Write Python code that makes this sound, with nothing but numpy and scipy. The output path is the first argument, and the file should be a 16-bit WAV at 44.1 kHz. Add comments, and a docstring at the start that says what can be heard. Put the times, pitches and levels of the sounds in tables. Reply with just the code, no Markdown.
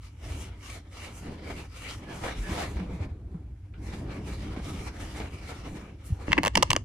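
"""A ceiling fan hums in a small bedroom. A low puff of air hits the microphone, then someone shuffles
across the bed: heavy folds drag, the sheet swishes and catches, skin scrapes taut cloth, and the mattress
thumps and rumbles. Midway something is tapped lightly in the room. Near the end a hand brushes the phone,
then grips it: fingers thud, and skin sticks and slips on the case right beside the microphones
in short, loud creaks."""
import sys
import numpy as np
from scipy import signal
from scipy.fft import rfft, irfft, next_fast_len
from scipy.io import wavfile
from scipy.ndimage import uniform_filter1d

SR = 44100
rng = np.random.default_rng(int(sys.argv[2]) if len(sys.argv) > 2 else 0)


def materialize(psi):
    """Save the field psi as 16-bit PCM at rate SR to the path in sys.argv[1].

    A 1-D psi becomes a single channel; in a 2-D psi each row is a channel.
    """
    bounded = np.clip(np.atleast_2d(psi).T, -1, 1)
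    quanta = np.round(bounded * 32767).astype(np.int16)
    wavfile.write(sys.argv[1], SR, quanta)


N = 301644

# Levels in the tables are fader settings; the layers add their own trims.
# Body strokes over the bedding. Each row: fastest moment, rise and fall in seconds, drag and swish in dB.
BODY_STROKES = [(.055, 0.05, 0.065, -78, -61), (.31, 0.087, 0.11, -53.5, -54), (.42, 0.084, 0.12, -59, -58),
                (.7, 0.09, 0.08, -60.5, -52.5), (.76, 0.017, 0.049, -54, -71),
                (1.02, 0.077, 0.11, -61.5, -54), (1.17, 0.087, 0.059, -68, -59),
                (1.3, 0.34, 0.21, -59.5, -65), (1.345, 0.078, 0.025, -54.5, -63.5),
                (1.46, 0.048, 0.093, -55.5, -62), (1.585, 0.089, 0.08, -54, -56),
                (1.82, 0.12, 0.053, -65.5, -58), (1.885, 0.085, 0.076, -57, -49),
                (2.17, 0.16, 0.14, -57, -62.5), (2.27, 0.17, 0.1, -47.5, -51.5),
                (2.38, 0.068, 0.16, -61, -55.5), (2.52, 0.067, 0.075, -46, -51.5),
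                (2.61, 0.087, 0.067, -43, -49.5), (2.8, 0.14, 0.074, -51, -60),
                (2.93, 0.14, 0.061, -57, -65), (3.025, 0.048, 0.088, -55.5, -79),
                (3.94, 0.093, 0.11, -54, -57), (4.12, 0.045, 0.12, -52.5, -60.5),
                (4.31, 0.1, 0.051, -57.5, -57), (4.49, 0.18, 0.079, -55.5, -55.5),
                (4.66, 0.14, 0.9, -55.5, -61), (4.85, 0.25, 0.11, -76, -56.5),
                (5.02, 0.035, 0.63, -66, -58), (5.22, 0.34, 0.16, -56.5, -61.5),
                (5.51, 0.067, 0.15, -57, -55.5), (5.66, 0.033, 0.065, -55, -60),
                (5.8, 0.058, 0.12, -56, -66), (6.08, 0.039, 0.09, -66, -61.5), (6.26, 0.11, 0.18, -56, -64)]
# Folds that catch and let go. Each row: start in seconds, level in dB, decay in seconds.
FOLD_CATCHES = [(1.501, -33.5, 0.02), (2.236, -31.5, 0.033), (2.279, -35.5, 0.03), (2.553, -37, 0.016),
                (2.579, -37, 0.016), (2.616, -33, 0.021), (2.768, -42, 0.02), (2.796, -41, 0.018),
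                (3.925, -37.5, 0.018), (4.28, -42.5, 0.027), (4.563, -38, 0.03), (5.14, -43.5, 0.031),
                (5.2, -36, 0.045), (5.505, -38.5, 0.031)]
# Skin on taut cloth. Each row: fastest moment, rise and fall in seconds, level in dB, pitch and
# nominal width in Hz.
SKIN_SCRAPES = [(1.48, 0.04, 0.049, -51, 2320, 200), (1.59, 0.03, 0.059, -50.5, 2600, 450),
                (1.868, 0.027, 0.055, -42.5, 2160, 523), (2.105, 0.035, 0.035, -50, 1680, 90),
                (2.292, 0.015, 0.022, -40, 1780, 220), (2.46, 0.039, 0.062, -46.5, 1680, 220),
                (3.035, 0.0091, 0.023, -55.5, 2420, 600)]
# Soft bumps on the bed. Each row: start in seconds, peak in dB, mid-glide pitch in Hz, rise in seconds.
BED_BUMPS = [(1.96, -30.5, 88, 0.017), (2.36, -25.5, 43.2, 0.041), (2.49, -31.5, 186, 0.0095),
             (2.511, -24, 71, 0.0088), (2.755, -24, 65.4, 0.015), (2.795, -29, 179.5, 0.02),
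             (2.925, -30.5, 170, 0.018), (2.997, -25, 89, 0.014), (3.342, -29, 169, 0.011),
             (3.926, -33.5, 178, 0.012), (4.125, -37, 170, 0.00386), (4.29, -34, 172, 0.011),
             (4.572, -26, 265, 0.0027), (4.59, -30, 173, 0.0054), (4.712, -29, 81.4, 0.014),
             (4.735, -32.5, 196, 0.012), (5.05, -31, 70, 0.007), (5.201, -27, 207, 0.0026),
             (5.587, -33, 85, 0.0057)]
# A low puff of air on the microphone at 0.3 s, then weight shifting on the bed.
# Each row: time in seconds, rumble in dB, deep sway in dB.
PUFF_AND_WEIGHT = [(0, -68, -73), (.22, -76, -44), (.3, -61, -29.5), (.4, -49, -37), (.9, -60.5, -62),
                   (1.22, -50, -41.5), (1.36, -41.5, -41.5), (1.6, -46, -40.5), (1.76, -59, -47),
                   (2.0, -51, -41), (2.5, -42.5, -32.5), (3.03, -41.5, -34.5), (3.15, -47, -35.5),
                   (3.7, -60.5, -41.5), (3.95, -41, -35.5), (4.6, -41.5, -31), (5.7, -45.5, -45),
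                   (6.0, -56.5, -60), (6.2, -59, -35.5)]

# Runs of skin slips on the case. Each row: start in seconds, number of slips, spacing in seconds, knock
# pitch in Hz, then knock, snap, ring and grit in dB, and leftward pan in dB before PAN_WIDTH scales it.
GRIP_CREAKS = [(6.2821, 1, 0, 560, -32.5, -39, -56, -63, 11), (6.312, 1, 0, 1100, -36, -40, -45, -64, 3),
               (6.3201, 1, 0, 790, -26.5, -25, -28, -38, -1), (6.3289, 1, 0, 900, -28, -40, -30, -41, 0),
               (6.3315, 1, 0, 1100, -21.5, -13, -16.5, -30, 7),
               (6.3707, 1, 0, 1000, -31, -41, -50, -56, -1),
               (6.38, 3, 0.0034, 1000, -26, -20, -42, -42.5, 4),
               (6.4339, 1, 0.0043, 800, -27, -30, -31, -32, 1), (6.44, 1, 0, 695, -24, -32, -32, -38, 4),
               (6.451, 1, 0, 700, -22, -27, -31, -31, -4), (6.4603, 2, 0.0028, 950, -25, -31, -29, -34, 3),
               (6.4709, 1, 0, 590, -21, -25.5, -31, -33, -1), (6.48, 1, 0, 1000, -27, -26.5, -28, -30.5, 2),
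               (6.5552, 2, 0.0022, 900, -23.5, -26.5, -20.5, -24.5, 2),
               (6.5734, 2, 0.0033, 670, -20, -27, -25, -24.5, -3),
               (6.6265, 3, 0.0024, 920, -17, -38, -23.5, -23, 0),
               (6.7049, 2, 0.0022, 1050, -24, -32, -20, -24.5, 1),
               (6.7154, 1, 0, 600, -27.5, -31, -22.5, -35, -8),
               (6.7323, 1, 0, 950, -21, -32, -25, -24.5, 1), (6.754, 1, 0, 1000, -37, -37, -44, -53, 2),
               (6.7645, 1, 0, 930, -21.5, -25.5, -25.5, -24, 5),
               (6.7746, 1, 0, 1000, -40, -42, -50, -53, 4)]
# Resonances of the case and microphone ports. Each row: centre and width in Hz, left and right in dB.
CASE_RESONANCES = [(564, 200, 5, 4.5), (966, 170, 5.5, 3), (1120, 170, 5, 3.5), (1770, 550, 4, 5.5),
                   (2144, 190, 5.5, 1), (2710, 163, 7, 12.5), (4360, 930, -5, 0.5), (5790, 190, -24, 1),
                   (7250, 410, -11, -39), (11800, 1900, -12, -15)]
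# Fingers pressing. Each row: start in seconds, peak in dB, mid-glide pitch in Hz, rise in seconds.
FINGER_THUDS = [(6.101, -26, 144, 0.0067), (6.121, -15.5, 81.5, 0.0069), (6.283, -19.5, 226, 0.0013),
                (6.378, -16.5, 306, 0.0071), (6.564, -22.5, 190, 0.0058), (6.582, -21, 292, 0.003),
                (6.635, -27, 110, 0.0076), (6.692, -24, 120, 0.012), (6.764, -26.5, 332, 0.0036)]
# The hand squeezing. Each row: hardest moment, rise and fall in seconds, rumble and deep sway in dB.
HAND_SQUEEZES = [(6.305, 0.018, 0.071, -30, -29), (6.385, 0.023, 0.035, -27.5, -26),
                 (6.47, 0.031, 0.027, -33.5, -33), (6.575, 0.028, 0.052, -27.5, -33),
                 (6.74, 0.045, 0.07, -35, -27.5)]
# The palm sliding on the case. Each row: time in seconds, level in dB.
PALM_SLIDE = [(6.25, -37), (6.332, -34.5), (6.42, -43), (6.52, -55), (6.575, -25), (6.61, -37),
              (6.645, -43), (6.68, -42), (6.79, -50), (6.84, -73)]
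# The hand brushing past. Each row: fastest moment, rise and fall in seconds, level in dB.
HAND_BRUSHES = [(5.5, 0.026, 0.04, -68), (6.068, 0.021, 0.039, -51)]

# Motor and blade tones of the fan. Each row: pitch in Hz, level in dB.
FAN_TONES = [(56, -44.5), (74, -49), (103, -53), (194, -72), (245, -63.5)]
# How alike the two microphones hear the room. Each row: frequency in Hz, coherence from 0 to 1.
MIC_COHERENCE = [(120, 1), (320, 0.96), (550, 0.57), (850, 0.23), (1400, 0.49), (3500, 0.02), (6000, 0.38),
                 (9500, 0.031), (14000, 1)]

# EQ curves that voice the noise layers. Each row: frequency in Hz, relative level in dB.
DRAG_EQ = [(200, -3), (400, 2), (650, -0.5), (880, 0), (1150, -6), (1420, -8), (1700, -6), (1950, -9),
           (2300, -4), (2700, -15.5), (3300, -14), (6000, -27.5), (12000, -42), (14000, -69)]  # heavy folds
SWISH_EQ = [(600, 0), (1000, 4), (1300, 8), (1650, -1), (1900, 8), (2130, 8.5), (2330, 10.5), (2530, 3.5),
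            (2900, 7.5), (3300, 3.5), (5000, 0.5), (7000, -2), (10000, -4.5), (12500, -8.5), (13800, -9),
            (16000, -42)]  # the sheet
JOLT_EQ = [(150, -2), (300, 0), (500, -13), (750, -17), (1100, -12), (1400, -23), (2400, -50)]  # the mattress settling
MATTRESS_EQ = [(70, -3), (140, 4), (200, 2), (310, -1), (450, -11), (800, -17.5)]  # springs and padding
SWAY_EQ = [(18, -37), (35, -2), (58, 14), (90, 9.5), (125, 1.5), (220, -57)]  # the deep low end of the air puff, the bed and the grip
PALM_EQ = [(300, 0), (3000, -4), (6000, -7.5), (9500, -10), (12000, -28)]  # the soft palm dulls its own rubbing
BRUSH_EQ = [(3000, -16), (6000, -7), (10000, 0), (12500, -1), (14500, -16)]  # thin hiss of dry skin
SOFT_EQ = [(300, -3), (3000, -3.5), (6000, -4), (10000, -1.5), (12500, -18)]  # what skin and soft furnishings let through
TAP_EQ = [(500, -16), (1100, -10), (1400, 7), (1850, -9), (2350, 0), (2900, -3), (3600, -7), (4600, -19),
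          (6000, -36)]  # ring of the tapped object
AIR_EQ = [(25, -37), (55, -10), (100, -2), (150, -28), (320, -24), (480, -44), (1000, -47), (1600, -46),
          (2800, -52), (5000, -57.5), (12000, -57), (14000, -83)]  # air off the fan

STIR_DB = (-78, -86)  # faint drag and swish between strokes
GRIP_START_S, SLIP_S = 6.27, 0.004
CASE_DETUNE, PAN_WIDTH = 0.029, 0.64  # the grip retunes the case from slip to slip
KNOCK_Q = 1.6  # sharpness of the hollow under the finger, which pitches each knock
PORT_LAG_S, THUD_LAG_S = 3.6e-5, 0.00025
LEFT_ONLY = np.array([[1], [0]])
ROOM_T60_S, WALLS_DB = 0.22, -5  # WALLS_DB: reflections that reach both ports alike
TOP_HZ = 16450


def bedding(drag_gain, swish_gain):
    """Heavy folds drag and the sheet swishes in the same uneven jerks, fading once the hand grips."""
    jerks_db = 2.65 * walk(45)
    drag = in_room(fibres(spread_db=2), DRAG_EQ) * drag_gain * undb(jerks_db + 7)
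    swish = in_room(fibres(spread_db=4), SWISH_EQ) * swish_gain * undb(0.72 * jerks_db + 7.5)
    since_grip = np.maximum(np.arange(N) / SR - GRIP_START_S, 0)
    cloth = (drag + swish) * np.exp(-since_grip / 0.12)
    return np.std(cloth) * shifting_folds(cloth, depth_db=2.6, rate=16)


def shifting_folds(cloth, depth_db, rate):
    """Folds open and close: each fifth of an octave swells and fades on its own."""
    place = 5 * np.log2(np.clip(np.fft.rfftfreq(N, 1 / SR), 400, 6400) / 400)
    spectrum = rfft(cloth)
    bands = (irfft(spectrum * np.maximum(1 - abs(place - k), 0), N) for k in range(round(place[-1]) + 1))
    return unit(sum(band * undb(depth_db * walk(rate)) for band in bands))


def catches():
    """A taut fold lets go at once and its rustle dies away."""
    rustle = in_room(fibres(spread_db=6), DRAG_EQ)
    swish = undb(-18) * in_room(rng.standard_normal((3, N)), SWISH_EQ)
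    return releases(FOLD_CATCHES) * (rustle + swish)


def scrapes():
    """Snags of the weave pass evenly under sliding skin, so each scrape sings at its own pitch."""
    size = next_fast_len(N)
    hz = np.fft.rfftfreq(size, 1 / SR) + 1
    snags = rfft(in_room(fibres(spread_db=4), SOFT_EQ), size)
    out = np.zeros((2, N))
    for *stroke, centre, width in SKIN_SCRAPES:
        singing = irfft(snags * resonance(hz, centre, 1.26 * width) ** 2, size)[:, :N]
        out += swells([stroke]) * unit(singing)
    return out


def creaks(size=4096):
    """Each slip of skin grinds briefly and rings the damped case; its low knock lands last and lingers."""
    out = np.zeros((2, N))
    t = (np.arange(size) - size // 4) / SR
    hz = np.fft.rfftfreq(size, 1 / SR) + 1

    def grind(body, lo_hz, hi_hz, width, delay, tail_db, lag, edge=12):
        """A friction burst in one register, rms 1 over SLIP_S; width, delay and lag are in seconds."""
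        age = t - delay
        tail = undb(tail_db) * (age > 0) * np.exp(-abs(age) / 0.0097)
        envelope = np.exp(-(age / width) ** 2 / 2) + tail
        force = (rng.standard_normal(size) + 0.37 * rng.standard_normal((2, size))) * envelope
        band = 1 / np.sqrt((1 + (lo_hz / hz) ** 12) * (1 + (hz / hi_hz) ** edge))
        burst = irfft(rfft(force) * body * band * left_delay(hz, lag), size)
        return burst / np.sqrt(np.sum(burst ** 2) / (2 * SLIP_S * SR))

    for s, knock_hz, knock_db, snap_db, ring_db, grit_db, pan_db in stick_slip():
        case = case_response(hz * np.exp(CASE_DETUNE * rng.standard_normal()))
        hollow = case * resonance(hz, knock_hz, knock_hz / KNOCK_Q)
        knock = grind(hollow, 440, 1300, width=.0006, delay=0, tail_db=-25, lag=.00022)
        snap = grind(case, 1450, 2350, width=.0004, delay=-.0004, tail_db=-27, lag=.00006)
        ring = grind(case, 2550, 3500, width=.0004, delay=-.0005, tail_db=-34, lag=.00006)
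        grit = grind(case, 3900, 10500, width=.00055, delay=-.0002, tail_db=-41, lag=.00003, edge=8)
        bite = undb(snap_db) * snap + undb(ring_db) * ring + undb(grit_db) * grit
        pan = undb(PAN_WIDTH * pan_db * np.array([[1], [-1]]) / 2)
        add(out, undb(knock_db) * knock + bite * pan, s + t[0])
    room_tail = undb(-22.5) * np.std(out) * colour(reverberate(out), SOFT_EQ)
    return out + room_tail


def stick_slip():
    """Within a creak the skin lets go at an even pace; yields each slip's time and voicing."""
    for s, count, gap, *voicing in GRIP_CREAKS:
        for k in range(round(count)):
            yield (s + k * gap, *voicing)


def case_response(hz, damping=1):
    """The case rings in several modes, each with its own strength at each port."""
    return sum(undb([[left], [right]]) * resonance(hz, centre, width * damping)
               for centre, width, left, right in CASE_RESONANCES)


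def thumps(table, lag):
    """Each soft push swells, sinks in pitch and dies away; the left port gets it lag seconds late."""
    out = np.zeros((2, N))
    t = np.maximum(np.arange(SR // 3) / SR - lag * LEFT_ONLY, 0)
    for s, db, hz, rise in table:
        age = t / rise
        envelope = (age * np.exp(1 - age)) ** 2
        cycles = hz * rise * (0.882 * age + 0.5 * (1 - np.exp(-age / 2)))
        add(out, undb(db) * envelope * np.sin(2 * np.pi * cycles), s)
    return out


def rumble(drag_gain):
    """Air puffs on the microphone; then the bed rumbles under the body, and the phone under the hand."""
    squeeze = swells(HAND_SQUEEZES)
    low, sway = np.hypot(undb(curves(PUFF_AND_WEIGHT)), squeeze)
    shake = np.hypot(low, undb(4.5) * drag_gain)  # dragging folds shake the padding too
    padding = in_room(fibres(spread_db=0.5), MATTRESS_EQ) * shake * undb(2.96 * walk(18) - 1.35)
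    handling = colour(rng.standard_normal((2, N)), MATTRESS_EQ) * squeeze[0] * undb(-9)  # each port's own
    sub = colour(rng.standard_normal(N), SWAY_EQ) * sway * undb(2 * walk(11) - 5)
    return padding + handling + sub


def palm():
    """Between slips the skin slides softly over the case."""
    level_db, = curves(PALM_SLIDE)
    case = case_response(np.fft.rfftfreq(N, 1 / SR) + 1, damping=0.72)
    rub = irfft(rfft(fibres(spread_db=-13)[:2]) * case, N)
    gripping = np.arange(N) / SR > GRIP_START_S
    return colour(rub, PALM_EQ) * undb(level_db - 9.5) * gripping


def brush():
    """Dry skin grazes the case with a brief, high hiss."""
    speed, = swells(HAND_BRUSHES)
    return speed * in_room(fibres(spread_db=3), BRUSH_EQ)


def jolt(start_s=3.345, level_db=-46.5, decay_s=0.028):
    """The mattress settles with a muffled thump."""
    return releases([(start_s, level_db, decay_s)]) * in_room(rng.standard_normal((3, N)), JOLT_EQ)


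def tap(start_s=3.738, level_db=-54.5, decay_s=0.029):
    """A small object is tapped lightly and the room holds it briefly."""
    return releases([(start_s, level_db, decay_s)]) * in_room(fibres(spread_db=-3), TAP_EQ)


def fan():
    """Wavering motor and blade tones over a soft wash of air."""
    t = np.arange(N) / SR
    hum = sum(undb(db + 2.9 * walk(29)) * np.sqrt(2) * np.sin(2 * np.pi * hz * t + walk(7))
              for hz, db in FAN_TONES)
    return undb(-6) * hum + undb(-48) * in_room(rng.standard_normal((3, N)), AIR_EQ)


def in_room(streams, eq):
    """One stream arrives directly, right port first; two come off walls and furniture. All get the EQ."""
    direct = rfft(streams[0] + undb(WALLS_DB) * reverberate(streams[:1])[0])
    diffuse = rfft(reverberate(streams[1:]))
    share = np.clip(on_bins(MIC_COHERENCE), 0, 1)
    lag = left_delay(np.fft.rfftfreq(N, 1 / SR), PORT_LAG_S)
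    return colour(irfft(np.sqrt(share) * direct * lag + np.sqrt(1 - share) * diffuse, N), eq)


def reverberate(channels):
    """Dense fading reflections of unit energy, a different set for each channel."""
    t = np.arange(SR // 2) / SR
    tails = rng.standard_normal((2, len(t))) * np.exp(-np.log(1000) * t / ROOM_T60_S)
    return np.array([signal.fftconvolve(x, r / np.linalg.norm(r))[:N] for x, r in zip(channels, tails)])


def fibres(spread_db, grain=16):
    """Three unrelated streams of tiny snags of uneven size, each grain samples long."""
    size = np.minimum(rng.exponential(size=(3, N // grain + 1)), 5)
    return rng.standard_normal((3, N)) * undb(spread_db * np.repeat(size, grain, axis=1)[:, :N])


def swells(table):
    """Moves gather speed and run out, their powers adding; one gain curve for each level column."""
    t = np.arange(N) / SR
    power = 0
    for s, rise, fall, *levels_db in table:
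        since = np.clip((t - s) / np.where(t < s, rise, fall), -10, 10)
        speed = np.where(since < 0, np.exp(-since ** 2), 1 / np.cosh(2 * since))
        power = power + (undb(levels_db)[:, None] * speed) ** 2
    return np.sqrt(power)


def releases(table):
    """An envelope of sharp attacks that die away."""
    envelope = np.zeros(N)
    t = np.arange(SR // 4) / SR
    for s, db, decay in table:
        add(envelope, undb(db) * (1 - np.exp(-t / 0.000074)) * np.exp(-t / decay), s)
    return envelope


def resonance(hz, centre_hz, width_hz):
    """One damped resonance, gain 1 at its centre."""
    return 1 / (1 + 1j * (hz ** 2 - centre_hz ** 2) / (hz * width_hz))


def left_delay(hz, lag):
    """The phase shift that makes the left channel lag seconds late."""
    return np.exp(-2j * np.pi * hz * lag * LEFT_ONLY)


def colour(x, eq):
    """Apply an EQ curve, rolling off above its last point, at rms 1."""
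    above = np.maximum(np.fft.rfftfreq(N, 1 / SR) / eq[-1][0], 1)
    return unit(irfft(rfft(x) * undb(on_bins(eq)) / above ** 2, N))


def on_bins(table):
    """A curve over log frequency, read at the bins of the spectrum."""
    hz, value = np.transpose(table)
    return np.interp(np.log(np.fft.rfftfreq(N, 1 / SR) + 1), np.log(hz), value)


def curves(table):
    """The columns of a time table as automation lanes, sample by sample."""
    s, *columns = np.transpose(table)
    return [np.interp(np.arange(N) / SR, s, column) for column in columns]


def walk(rate):
    """Smoothed random sample-and-hold, rate steps a second, at rms 1."""
    hold = max(int(SR / rate), 1)
    held = np.repeat(rng.standard_normal(N // hold + 1), hold)
    return unit(uniform_filter1d(uniform_filter1d(held, hold), hold)[:N])


def add(out, x, s):
    """Mix a sound in at s seconds."""
    i = max(int(s * SR), 0)
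    out[..., i:i + x.shape[-1]] += x[..., :max(N - i, 0)]


def undb(db):
    """Decibels to gain."""
    return 10 ** (np.asarray(db) / 20)


def unit(x):
    """Scale to rms 1."""
    return x / np.sqrt(np.mean(x ** 2) + 1e-18)


def scene():
    """Bed and hand up front, over the rumble, the tap and the fan."""
    drag, swish = np.hypot(swells(BODY_STROKES), undb(STIR_DB)[:, None])
    bed = bedding(drag, swish) + catches() + scrapes() + jolt() + thumps(BED_BUMPS, PORT_LAG_S)
    hand = brush() + palm() + creaks() + thumps(FINGER_THUDS, THUD_LAG_S)
    return bed + hand + rumble(drag) + tap() + fan()


def record(dry):
    """The phone clips at full scale and cuts the top."""
    high_cut = signal.ellip(10, .2, 80, TOP_HZ, fs=SR, output="sos")
    return signal.sosfilt(high_cut, np.clip(dry, -1, 1))


dry = scene()
out = record(dry)
materialize(out)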